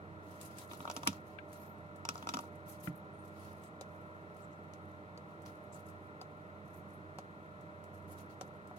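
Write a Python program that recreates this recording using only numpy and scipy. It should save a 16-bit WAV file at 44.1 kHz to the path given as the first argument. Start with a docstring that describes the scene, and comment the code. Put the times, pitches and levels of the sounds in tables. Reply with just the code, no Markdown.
"""Gloved typing in a light tent

Gloved hands work a tablet with a keyboard cover inside a small fabric light tent. Keys click, clack
and thump on the table, a stylus ticks on the glass, a fingertip bumps the cover. The thin gloves
rustle, snap and squeak as the hands move. A machine hums steadily in the room, and a phone with
two microphone ports listens from above."""
import sys
import numpy as np
from scipy import signal
from scipy.fft import rfft, irfft, next_fast_len
from scipy.io import wavfile
from scipy.ndimage import uniform_filter1d

SR = 44100
rng = np.random.default_rng(int(sys.argv[2]) if len(sys.argv) > 2 else 0)


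def unload_audio(sound):
    """Save the sound as a 16-bit wav file, at the path given as the first command line argument."""
    columns = np.transpose(np.atleast_2d(sound))
    # keep every value between -1 and 1, then stretch to whole-number steps
    steps = np.round(np.clip(columns, -1, 1) * 32767)
    wavfile.write(sys.argv[1], SR, steps.astype(np.int16))


N = 387198
T = np.arange(N) / SR
HIT = T[:SR // 5]  # time since a blow [s]

# EQ of a key's snap, tick, sparkle, dry clatter and padded deck ring: (frequency [Hz], level [dB])
SNAP_EQ = [(1200, -56.5), (1900, 5.5), (2170, -1.5), (2500, 15), (3050, 11), (3900, 11), (4500, -31.5),
           (5500, -13.5)]
TICK_EQ = [(3500, -5.5), (4900, 2.5), (5850, 1), (6500, 0), (7400, -1.5), (8600, -9), (9800, -18)]
SPARKLE_EQ = [(7500, -27), (8600, 2.5), (10200, 2), (11300, 3.5), (12500, -6.5), (15500, -39)]
CLATTER_EQ = [(400, -15), (700, 0), (1000, 5.5), (1350, 9), (1550, -8), (1800, -19), (2500, -34.5)]
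PADDING_EQ = [(1400, 3), (1700, -19), (2500, -12)]
# Rings of the key mechanism (low, high), deck and table: (frequency [Hz], level [dB], t60 [s])
SNAP_MODES = [(2310, 17.5, 0.018), (2550, 11, 0.025), (2960, 5, 0.055), (3440, 9.5, 0.072),
              (3865, 7, 0.061)]
TICK_MODES = [(4670, 5, 0.041), (5060, 12.5, 0.034), (5720, 13, .03), (5800, 11.6, 0.067),
              (6170, 10, 0.019), (6800, 8.8, 0.031), (7500, 4, 0.03)]
DECK_MODES = [(620, -8.5, 0.037), (750, -1.5, 0.058), (944, 1.5, 0.1), (1129, -2, 0.035),
              (1207, -2.5, 0.043), (1308, 1.5, 0.1), (1463, 2.5, 0.076)]
TABLE_MODES = [(95, -14, .25), (163, -7.5, 0.23), (203.6, -2.5, 0.16), (268, 1, 0.12), (310.4, -9.5, 0.22),
               (426, -16, 0.083)]
# Presses, releases and light touches; hardness, depth, snap and sparkle ride on the force:
# (time [s], force [dB], hardness [dB], depth [dB], clack focus [Hz], snap [dB], sparkle [dB])
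KEYSTROKES = [(0.7127, -43, -22, -5, 945, -5.5, -26), (0.733, -43, -12, -5, 980, -12, -25),
              (0.804, -42, -18, -4, 1240, -9, -28), (0.8523, -33.5, -23, -26, 950, -26, -35),
              (0.876, -35.5, -26, -11, 1150, -9, -37), (0.899, -34, -8.5, -15, 980, -10.5, -29),
              (0.9122, -42, -3.5, -16, 970, -8, -13), (0.9643, -38.5, -2.5, -7.5, 950, -4.5, -8),
              (0.9712, -44, -7, -3, 940, -6, -16), (1.032, -36, -13.5, -15, 950, -12.5, -24),
              (1.063, -37, -32, -14, 1050, -22, -35), (1.069, -31.5, -30, -17, 1010, -16, -35),
              (1.0734, -26.5, 0.5, -3.5, 1220, -0.5, -4), (1.129, -44.5, -7.5, -25, 935, -25, -30),
              (2.0513, -36, -7, -28, 940, -11, -22), (2.0887, -31, -0.5, -14, 1180, -5.5, -14),
              (2.155, -36, -16, -22, 935, -25, -35), (2.178, -51.5, -0.5, -14, 1130, -10, -16),
              (2.2252, -42, -18, -4, 933, -9, -27), (2.2705, -33, -15.5, -14, 1110, -15.5, -27),
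              (2.2897, -31.5, -6, -15, 1310, -8.5, -26), (2.338, -35, -6, -6.5, 940, -7, -20),
              (2.3421, -35, -5, -7, 1150, -6, -23), (2.3693, -31.5, -15, -15, 1020, -21, -31),
              (2.389, -34, -12.5, -16, 935, -15, -21), (2.436, -45, -30, -25, 945, -31, -40),
              (5.4605, -51, -5.5, -6, 1130, -9, -17)]


def keys(clack_delay_s=0.00054, thump_delay_s=0.0011, side_db=-1):
    """A key clicks, the deck clacks, the table thumps; hard contacts are bright, deep strokes boom."""
    out = np.zeros((2, N))
    for start, force, hardness, depth, clack_hz, snap_db, sparkle_db in KEYSTROKES:
        snap = crack(SNAP_EQ, rise=.0008, t60=.014, tent_db=-20, tent_t60=.12)
        snap += undb(-1) * ring(SNAP_MODES, rise=.0006, scatter_db=2.5, detune=.004,
                                punch=3, punch_t60=.008)
        tick = crack(TICK_EQ, rise=.0008, t60=.011, tent_db=-23, tent_t60=.12)
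        tick += undb(-1) * ring(TICK_MODES, rise=.0006, scatter_db=2.5, detune=.006,
                                punch=3, punch_t60=.007)
        # the finger stays down and damps the deck's first strong swing
        deck = ring(DECK_MODES, rise=.003, scatter_db=1.5, detune=.012,
                    focus_hz=clack_hz, focus_db_per_oct=7, punch=12, punch_t60=.01)
        clatter = crack(CLATTER_EQ, rise=.001, t60=.012, tent_db=-18, tent_t60=.07)
        sparkle = crack(SPARKLE_EQ, rise=.0008, t60=.016, tent_db=-24, tent_t60=.09)
        thump = ring(TABLE_MODES, rise=.003, scatter_db=1.5, detune=.012, punch=2, punch_t60=.06)
        click = undb(snap_db - 2.5) * snap + undb(hardness - 3) * tick + undb(sparkle_db - 1) * sparkle
        clack = undb(-2) * unit_blow(equalise(deck, PADDING_EQ)) + undb(-9) * clatter
        add(out, start, undb(force) * click * pan(side_db))
        add(out, start + clack_delay_s, undb(force) * clack * pan(side_db))
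        add(out, start + thump_delay_s, undb(force + depth + 2) * thump)
    return out


# EQ of the tip on glass: (frequency [Hz], level [dB])
TIP_EQ = [(1200, -11), (2600, 4.5), (3900, 3.5), (5400, 2), (6600, 4), (9000, -3.5), (11000, -5),
          (15500, -17)]
# Body of the tablet: (frequency [Hz], level [dB], t60 [s])
TABLET_MODES = [(475, -7.5, 0.18), (570, -4.5, 0.032), (740, -3, 0.024), (860, -8, 0.015), (970, -8, 0.028),
                (1354, -1, 0.04), (1550, -6, 0.03)]
# Taps: (time [s], tick [dB], knock [dB], knock focus [Hz], ping pitch [Hz], ping over tick [dB])
STYLUS_TAPS = [(3.8103, -45, -43.5, 640, 3915, -6), (4.7356, -53, -62, 595, 6300, -11),
               (5.1751, -55.5, -49, 460, 4550, 2), (6.2133, -50, -44, 754, 4672, 2.5),
               (7.185, -48, -41.5, 854, 4500, -7), (8.4106, -43, -38.5, 740, 5800, -5),
               (8.7105, -76, -45.5, 750, 5950, -11)]


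def stylus(knock_delay_s=0.00153, echo_delay_s=0.00537, echo_db=-7, side_db=2.5):
    """The tip ticks and pings on glass and knocks the tablet on its stand; the tent echoes the knock."""
    out = np.zeros((2, N))
    for start, tick_db, knock_db, knock_hz, ping_hz, ping_db in STYLUS_TAPS:
        tip = crack(TIP_EQ, rise=.0005, t60=.013, tent_db=-11, tent_t60=.1)
        tip += undb(ping_db) * ring([(ping_hz, 0, .018)], rise=.0004, scatter_db=0, detune=.004)
        knock = ring(TABLET_MODES, rise=.0015, scatter_db=.5, detune=.013,
                     focus_hz=knock_hz, focus_db_per_oct=12, punch=3, punch_t60=.008)
        knock *= undb(knock_db + 1)
        add(out, start, undb(tick_db - 3) * pan(side_db) * tip)
        add(out, start + knock_delay_s, knock)
        add(out, start + knock_delay_s + echo_delay_s, undb(echo_db) * knock)
    return out


# EQ of a fingertip on the cover: (frequency [Hz], level [dB])
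POP_EQ = [(750, -15), (1200, -4), (1490, -10), (1850, 9), (2280, 3), (2800, 1), (3300, -4), (4200, -19),
          (7000, -45.5)]
# The cover's skin popping and the whole cover rocking: (frequency [Hz], level [dB], t60 [s])
POP_MODES = [(1426, 7.5, 0.042), (2055, 2, 0.037), (2440, -3.5, 0.034)]
COVER_MODES = [(106, -20, .2), (137, -8.5, 0.36), (167, -2.5, 0.14), (297, -2, 0.18)]
# Soft bumps: (time [s], pop [dB], thump [dB], pop tuning [ratio])
FINGER_BUMPS = [(1.3868, -46.5, -66, 1.12), (2.873, -41.5, -31.5, 0.974)]


def bumps(thump_delay_s=0.0016, side_db=15):
    """A padded fingertip pops the cover's skin, hollow and far left, and rocks it with a deep thump."""
    out = np.zeros((2, N))
    for start, pop_db, thump_db, tuning in FINGER_BUMPS:
        eq = [(hz * tuning, db) for hz, db in POP_EQ]
        modes = [(hz * tuning, db, t60) for hz, db, t60 in POP_MODES]
        pop = undb(-7) * crack(eq, rise=.0003, t60=.012, tent_db=-13, tent_t60=.08)
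        pop += undb(-1) * ring(modes, rise=.0005, scatter_db=.5, detune=.005)
        thump = ring(COVER_MODES, rise=.0033, scatter_db=2, detune=0, punch=1.1, punch_t60=.057)
        add(out, start, undb(pop_db) * pan(side_db) * pop)
        add(out, start + thump_delay_s, undb(thump_db + 3) * thump)
    return out


# EQ of the glove film's fine hiss, coarse rustle and snap: (frequency [Hz], level [dB])
HISS_EQ = [(3500, -17), (6000, 0), (8000, -0.5), (10500, 2), (13000, 1), (15500, -12)]
COARSE_EQ = [(900, -32.5), (2000, 7.5), (4000, 6), (5500, 4), (8000, -4)]
FILM_EQ = [(2500, -0.5), (4500, 0.5), (6500, 3), (8500, 6.5), (11000, 1), (15500, -4)]
# Hand moves: (time [s], length [s], hiss [dB], coarse rustle over hiss [dB])
HAND_MOVES = [(0.208, 0.18, -69.5, -0.5), (0.378, 0.096, -59.5, -5), (0.44, 0.2, -67, -1),
              (0.554, 0.06, -59, -2.5), (0.595, 0.11, -70, -14), (0.685, 0.062, -62, 1.5),
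              (0.736, 0.25, -65.5, 0), (0.981, 0.17, -63.5, 2.5), (1.234, 0.1, -73.5, -1),
              (1.462, 0.2, -65.5, -4.5), (2.09, 0.15, -68.5, 3.5), (2.247, 0.2, -65, -1),
              (2.506, 0.053, -76, -9), (2.652, 0.097, -63.5, -3.5), (2.793, 0.048, -65.5, -12),
              (2.824, 0.05, -60, -3.5), (3.222, 0.059, -72, -7), (3.3, 0.22, -71, 2.5),
              (3.504, 0.17, -74.5, -0.5), (3.87, 0.12, -77, -13), (4.312, 0.1, -84, 4),
              (5.26, 0.067, -80, -4), (5.449, 0.034, -67, 5), (5.523, 0.054, -78, -3),
              (5.597, 0.075, -78, -11), (5.72, 0.072, -66.5, -4), (5.85, 0.047, -71, -9),
              (6.642, 0.042, -74.5, -11), (6.68, .115, -74.5, -12), (6.868, 0.079, -79, -11),
              (7.42, 0.03, -81.5, -11), (7.925, 0.065, -71, -12), (8.072, 0.064, -66.5, -6),
              (8.163, 0.053, -65.5, -2), (8.287, 0.041, -78.5, 7.5), (8.45, .035, -78, -6),
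              (8.524, 0.043, -79, -11), (8.757, .03, -72, 2.5)]
# Snaps of the film: (time [s], level [dB])
FILM_SNAPS = [(0.412, -43.5), (0.584, -42.5), (1.5286, -51), (1.9596, -59.5), (2.733, -64), (3.278, -61),
              (3.636, -54.5), (4.366, -62), (5.419, -60.5), (5.886, -57), (7.609, -64), (7.8386, -59),
              (8.673, -61)]


def gloves(fidget_db=-90, fidget_spread_db=3.5, fidgets_per_s=9.2, side_db=3):
    """Hands rustle under uneven pressure, fingers stir faintly between moves, and the film snaps."""
    hiss_power = undb(fidget_db + fidget_spread_db * np.clip(wander(fidgets_per_s), -2, 2)) ** 2
    coarse_power = np.zeros(N)
    for start, length, db, coarse_db in HAND_MOVES:
        move = undb(db) * swell(start, length, release_t60=.16)
        hiss_power += (move * undb(-1)) ** 2
        coarse_power += (move * undb(coarse_db)) ** 2
    hiss = crinkle(HISS_EQ, slips_per_s=300, spread_db=5.5, floor=.15, smear_t60=.06)
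    coarse = crinkle(COARSE_EQ, slips_per_s=790, spread_db=2.5, floor=.11, smear_t60=.1)
    out = np.sqrt(hiss_power) * hiss + np.sqrt(coarse_power) * coarse
    out *= undb(wander(35))  # uneven pressure
    for start, db in FILM_SNAPS:
        add(out, start, undb(db - 2) * crack(FILM_EQ, rise=.00054, t60=.022, tent_db=-6, tent_t60=.15))
    return out * pan(side_db)


def crinkle(eq, slips_per_s, spread_db, floor, smear_t60, creases=6, drift_db=3):
    """Film slides in tiny uneven slips, smeared by the tent; each crease drifts in its own colour."""
    spectrum, size = 0, next_fast_len(N)
    hz = np.fft.rfftfreq(size, 1 / SR)
    decay = undb(-60 / smear_t60 / SR) ** 2
    for _ in range(creases):
        slips = rng.random(N) < slips_per_s / creases / SR
        energy = undb(spread_db * np.minimum(rng.exponential(size=N), 3)) ** 2
        power = signal.lfilter([1], [1, -decay], slips * energy)
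        grains = rng.standard_normal((2, N)) * np.sqrt(floor + power / power.mean())
        grains *= undb(drift_db * np.clip(wander(30), -1.5, 1.5))
        crease_db = np.interp(hz, np.linspace(0, SR / 2, 90), rng.uniform(-20, 0, size=90))
        spectrum += rfft(grains, size) * undb(crease_db)
    return unit_rms(irfft(spectrum * undb(curves(eq, hz)[0]), size)[:, :N])


# Glove squeaks: (time [s], length [s], pitch [Hz], level [dB], width [share of pitch])
FILM_SQUEAKS = [(0.931, 0.027, 10900, -59.5, 0.19), (1.553, .08, 12200, -69, .16),
                (1.62, 0.1, 13300, -72, 0.15), (2.674, 0.042, 12100, -59.5, 0.3),
                (2.82, 0.044, 12900, -58, 0.43), (2.948, .03, 11700, -68, 0.31),
                (3.128, 0.028, 9000, -78, .1), (3.18, 0.04, 9200, -73, .1), (3.376, .04, 9250, -71, .1),
                (3.603, 0.074, 8250, -72, 0.27), (4.416, 0.022, 7500, -70, 0.27),
                (4.504, 0.034, 6900, -74, 0.39), (5.719, 0.03, 7500, -62.5, 0.31),
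                (6.74, .04, 13500, -71, 0.28), (6.928, .02, 10700, -72, 0.33),
                (8.086, 0.03, 10500, -65.5, 0.19)]


def squeaks(flicker_db=3, slips_per_s=110, side_db=3):
    """Taut film sticks and slips, singing in fits around one high pitch: thin whistle to airy swish."""
    out = np.zeros((2, N))
    grip = unit_rms(undb(flicker_db * np.clip(wander(slips_per_s), -2, 2)))
    for start, length, hz, db, width in FILM_SQUEAKS:
        noise = rfft(rng.standard_normal((2, SR)))  # one second, so bins are 1 Hz apart
        whistle = unit_rms(irfft(noise * bell(np.arange(noise.shape[1]), hz, width * hz)))
        envelope = undb(db) * swell(start, length, release_t60=.1) * grip
        envelope = envelope[int(start * SR):][:SR]
        add(out, start, envelope * whistle[:, :len(envelope)])
    return out * pan(side_db)


# EQ of the machine's air noise: (frequency [Hz], level [dB])
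AIR_EQ = [(45, -5), (72, -6.5), (115, 0.5), (170, 6), (245, -5.5), (400, -4.5), (780, -10), (1450, -9.5),
          (1950, -11), (2900, -25.5), (4000, -27), (4700, -35.5), (11000, -44), (15000, -47.5)]
# Peaks and one slight dip in the background noise: (frequency [Hz], width [Hz], gain [dB])
AIR_BELLS = [(300.6, 37, 7), (486, 94, 4.5), (750, 170, 5.5), (1027, 124, 5.5), (1373, 170, 9.5),
             (1630, 210, -1)]
# Hum tones: (frequency [Hz], level [dB], left minus right [dB], waver [Hz])
HUM_TONES = [(92.2, -61.5, -7, .7), (205.3, -65, -5, 3.96), (316, -64, 0.5, 4.9), (404, -71, -8.5, 6.07),
             (598, -62, -5.5, 2), (632, -71, -17.5, 5.05), (947.5, -71, 5, 20)]
# Stereo image at the two ports, for the air and every ring:
# (frequency [Hz], left lag [rad], likeness [0-1], left minus right [dB])
PORT_IMAGE = [(101, 0, 0.96, -3), (304, 0, 0.94, -3), (758, 0.62, 0.79, -1), (990, 1, 0.37, -1),
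              (1317, 2.5, 0.63, 6), (1493, 3.5, 1, -2.5), (1704, 3, 1, 2), (2010, 3.5, 0.8, 1.5),
              (2520, 4.5, 0.53, -1), (2700, 7, 0.6, 1.5), (3860, 9, 0, 2), (9180, 6, 0.03, 6)]


def machine(air_db=-52.5, flutter_db=2.1):
    """A running machine lays a bed of air noise, near mono in the bass, and gently wavering hum."""
    size = next_fast_len(N)
    hz = np.fft.rfftfreq(size, 1 / SR)
    lag, likeness, side = curves(PORT_IMAGE, hz)
    noise = rfft(rng.standard_normal((3, size)))
    shared = noise[2] * np.array([np.exp(-1j * lag), np.ones(len(hz))])
    air = np.sqrt(likeness) * shared + np.sqrt(1 - likeness) * noise[:2]
    eq_db = curves(AIR_EQ, hz)[0] + sum(db * bell(hz, centre, width) for centre, width, db in AIR_BELLS)
    out = undb(air_db) * unit_rms(irfft(air * pan(side) * undb(eq_db))[:, :N])
    for tone_hz, db, side_db, waver_hz in HUM_TONES:
        phase = 2 * np.pi * np.cumsum(tone_hz + waver_hz * wander(30)) / SR
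        out += np.sqrt(2) * undb(db + flutter_db * wander(5)) * np.sin(phase) * pan(side_db)
    return out


def crack(eq, rise, t60, tent_db, tent_t60):
    """Contact transient: a short noise burst with a quick tail off the tent walls; times in seconds."""
    fade = undb(-60 * HIT / t60) + undb(tent_db - 60 * HIT / tent_t60)
    burst = rng.standard_normal((2, len(HIT))) * fade * (1 - np.exp(-HIT / rise))
    return unit_blow(equalise(burst, eq))


def ring(modes, rise, scatter_db, detune, focus_hz=0, focus_db_per_oct=0, punch=0, punch_t60=.0041):
    """Damped modes, weighted anew by each place of contact; punch adds a strong, short first swing."""
    hz, db, t60 = np.array(modes, float).T[:, :, None]
    pitch_draw, level_draw, phase_draw, lag_draw = rng.standard_normal((4, len(hz), 1))
    hz = hz * (1 + detune * pitch_draw)
    db = db + scatter_db * level_draw - focus_db_per_oct * np.abs(np.log2(hz / (focus_hz + 1)))
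    decay = undb(-60 * HIT / t60) + punch * undb(-60 * HIT / punch_t60)
    envelope = undb(db) * decay * (1 - np.exp(-HIT / rise))
    phase = 2 * np.pi * hz * HIT + phase_draw / 2
    lag, likeness, side = curves(PORT_IMAGE, hz)
    lag += (1 - likeness) ** 2 * lag_draw  # short waves reach the two ports in any phase
    left = envelope * undb(side / 2) * np.sin(phase - lag)
    right = envelope * undb(-side / 2) * np.sin(phase)
    return unit_blow(np.array([left.sum(0), right.sum(0)]))


def swell(start, length, release_t60, attack_share=0.37):
    """Envelope of a hand move: it gathers speed, holds and dies away."""
    attack = np.clip((T - start) / (attack_share * length), 0, 1)
    return attack * undb(-60 * np.clip((T - start - length) / release_t60, 0, 2))


def wander(per_s):
    """Smooth random modulation with a spread near 1."""
    step = max(int(SR / per_s), 2)
    return 1.158 * uniform_filter1d(np.repeat(rng.standard_normal(N // step + 1), step), step)[:N]


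def equalise(x, eq, size=4096):
    """Minimum-phase EQ, built from the cepstrum of its log gain."""
    gain = undb(curves(eq, np.fft.rfftfreq(size, 1 / SR))[0])
    cepstrum = irfft(np.log(gain))
    cepstrum[1:size // 2] *= 2
    cepstrum[size // 2 + 1:] = 0
    impulse = irfft(np.exp(rfft(cepstrum)))
    return signal.fftconvolve(x, impulse[None], axes=-1)[:, :x.shape[-1]]


def curves(table, hz):
    """A table's value columns, read on a log-frequency axis."""
    table_hz, *columns = np.array(table, float).T
    return [np.interp(np.log(hz + 1), np.log(table_hz), column) for column in columns]


def bell(hz, centre, width):
    """Bell-shaped EQ curve, 1 at its centre."""
    return 1 / (1 + (2 * (hz - centre) / width) ** 2)


def undb(db):
    """Decibels to gain."""
    return 10 ** (np.asarray(db) / 20)


def pan(db):
    """Channel gains for a left-minus-right level."""
    return undb(np.array([[1], [-1]]) * db / 2)


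def unit_rms(x):
    """Scale to rms 1."""
    return x / np.sqrt(np.mean(x ** 2))


def unit_blow(x):
    """Scale a stereo hit to the energy of 4 ms at rms 1."""
    return x / np.sqrt(np.sum(x ** 2) / 2 / (.004 * SR))


def add(out, start, x):
    """Mix a sound in at its start time [s]."""
    i = max(int(start * SR), 0)
    out[:, i:i + x.shape[1]] += x[:, :N - i]


def scene():
    """Keys, taps and glove foley over the machine's bed."""
    return keys() + stylus() + bumps() + gloves() + squeaks() + machine()


def record(dry, low_cut_hz=68, high_cut_hz=15800):
    """The phone cuts the deep bass and the very top."""
    lean = signal.sosfilt(signal.butter(5, low_cut_hz, "high", fs=SR, output="sos"), dry)
    return signal.sosfilt(signal.ellip(10, .2, 70, high_cut_hz, fs=SR, output="sos"), lean)


dry = scene()
out = record(dry)
unload_audio(out)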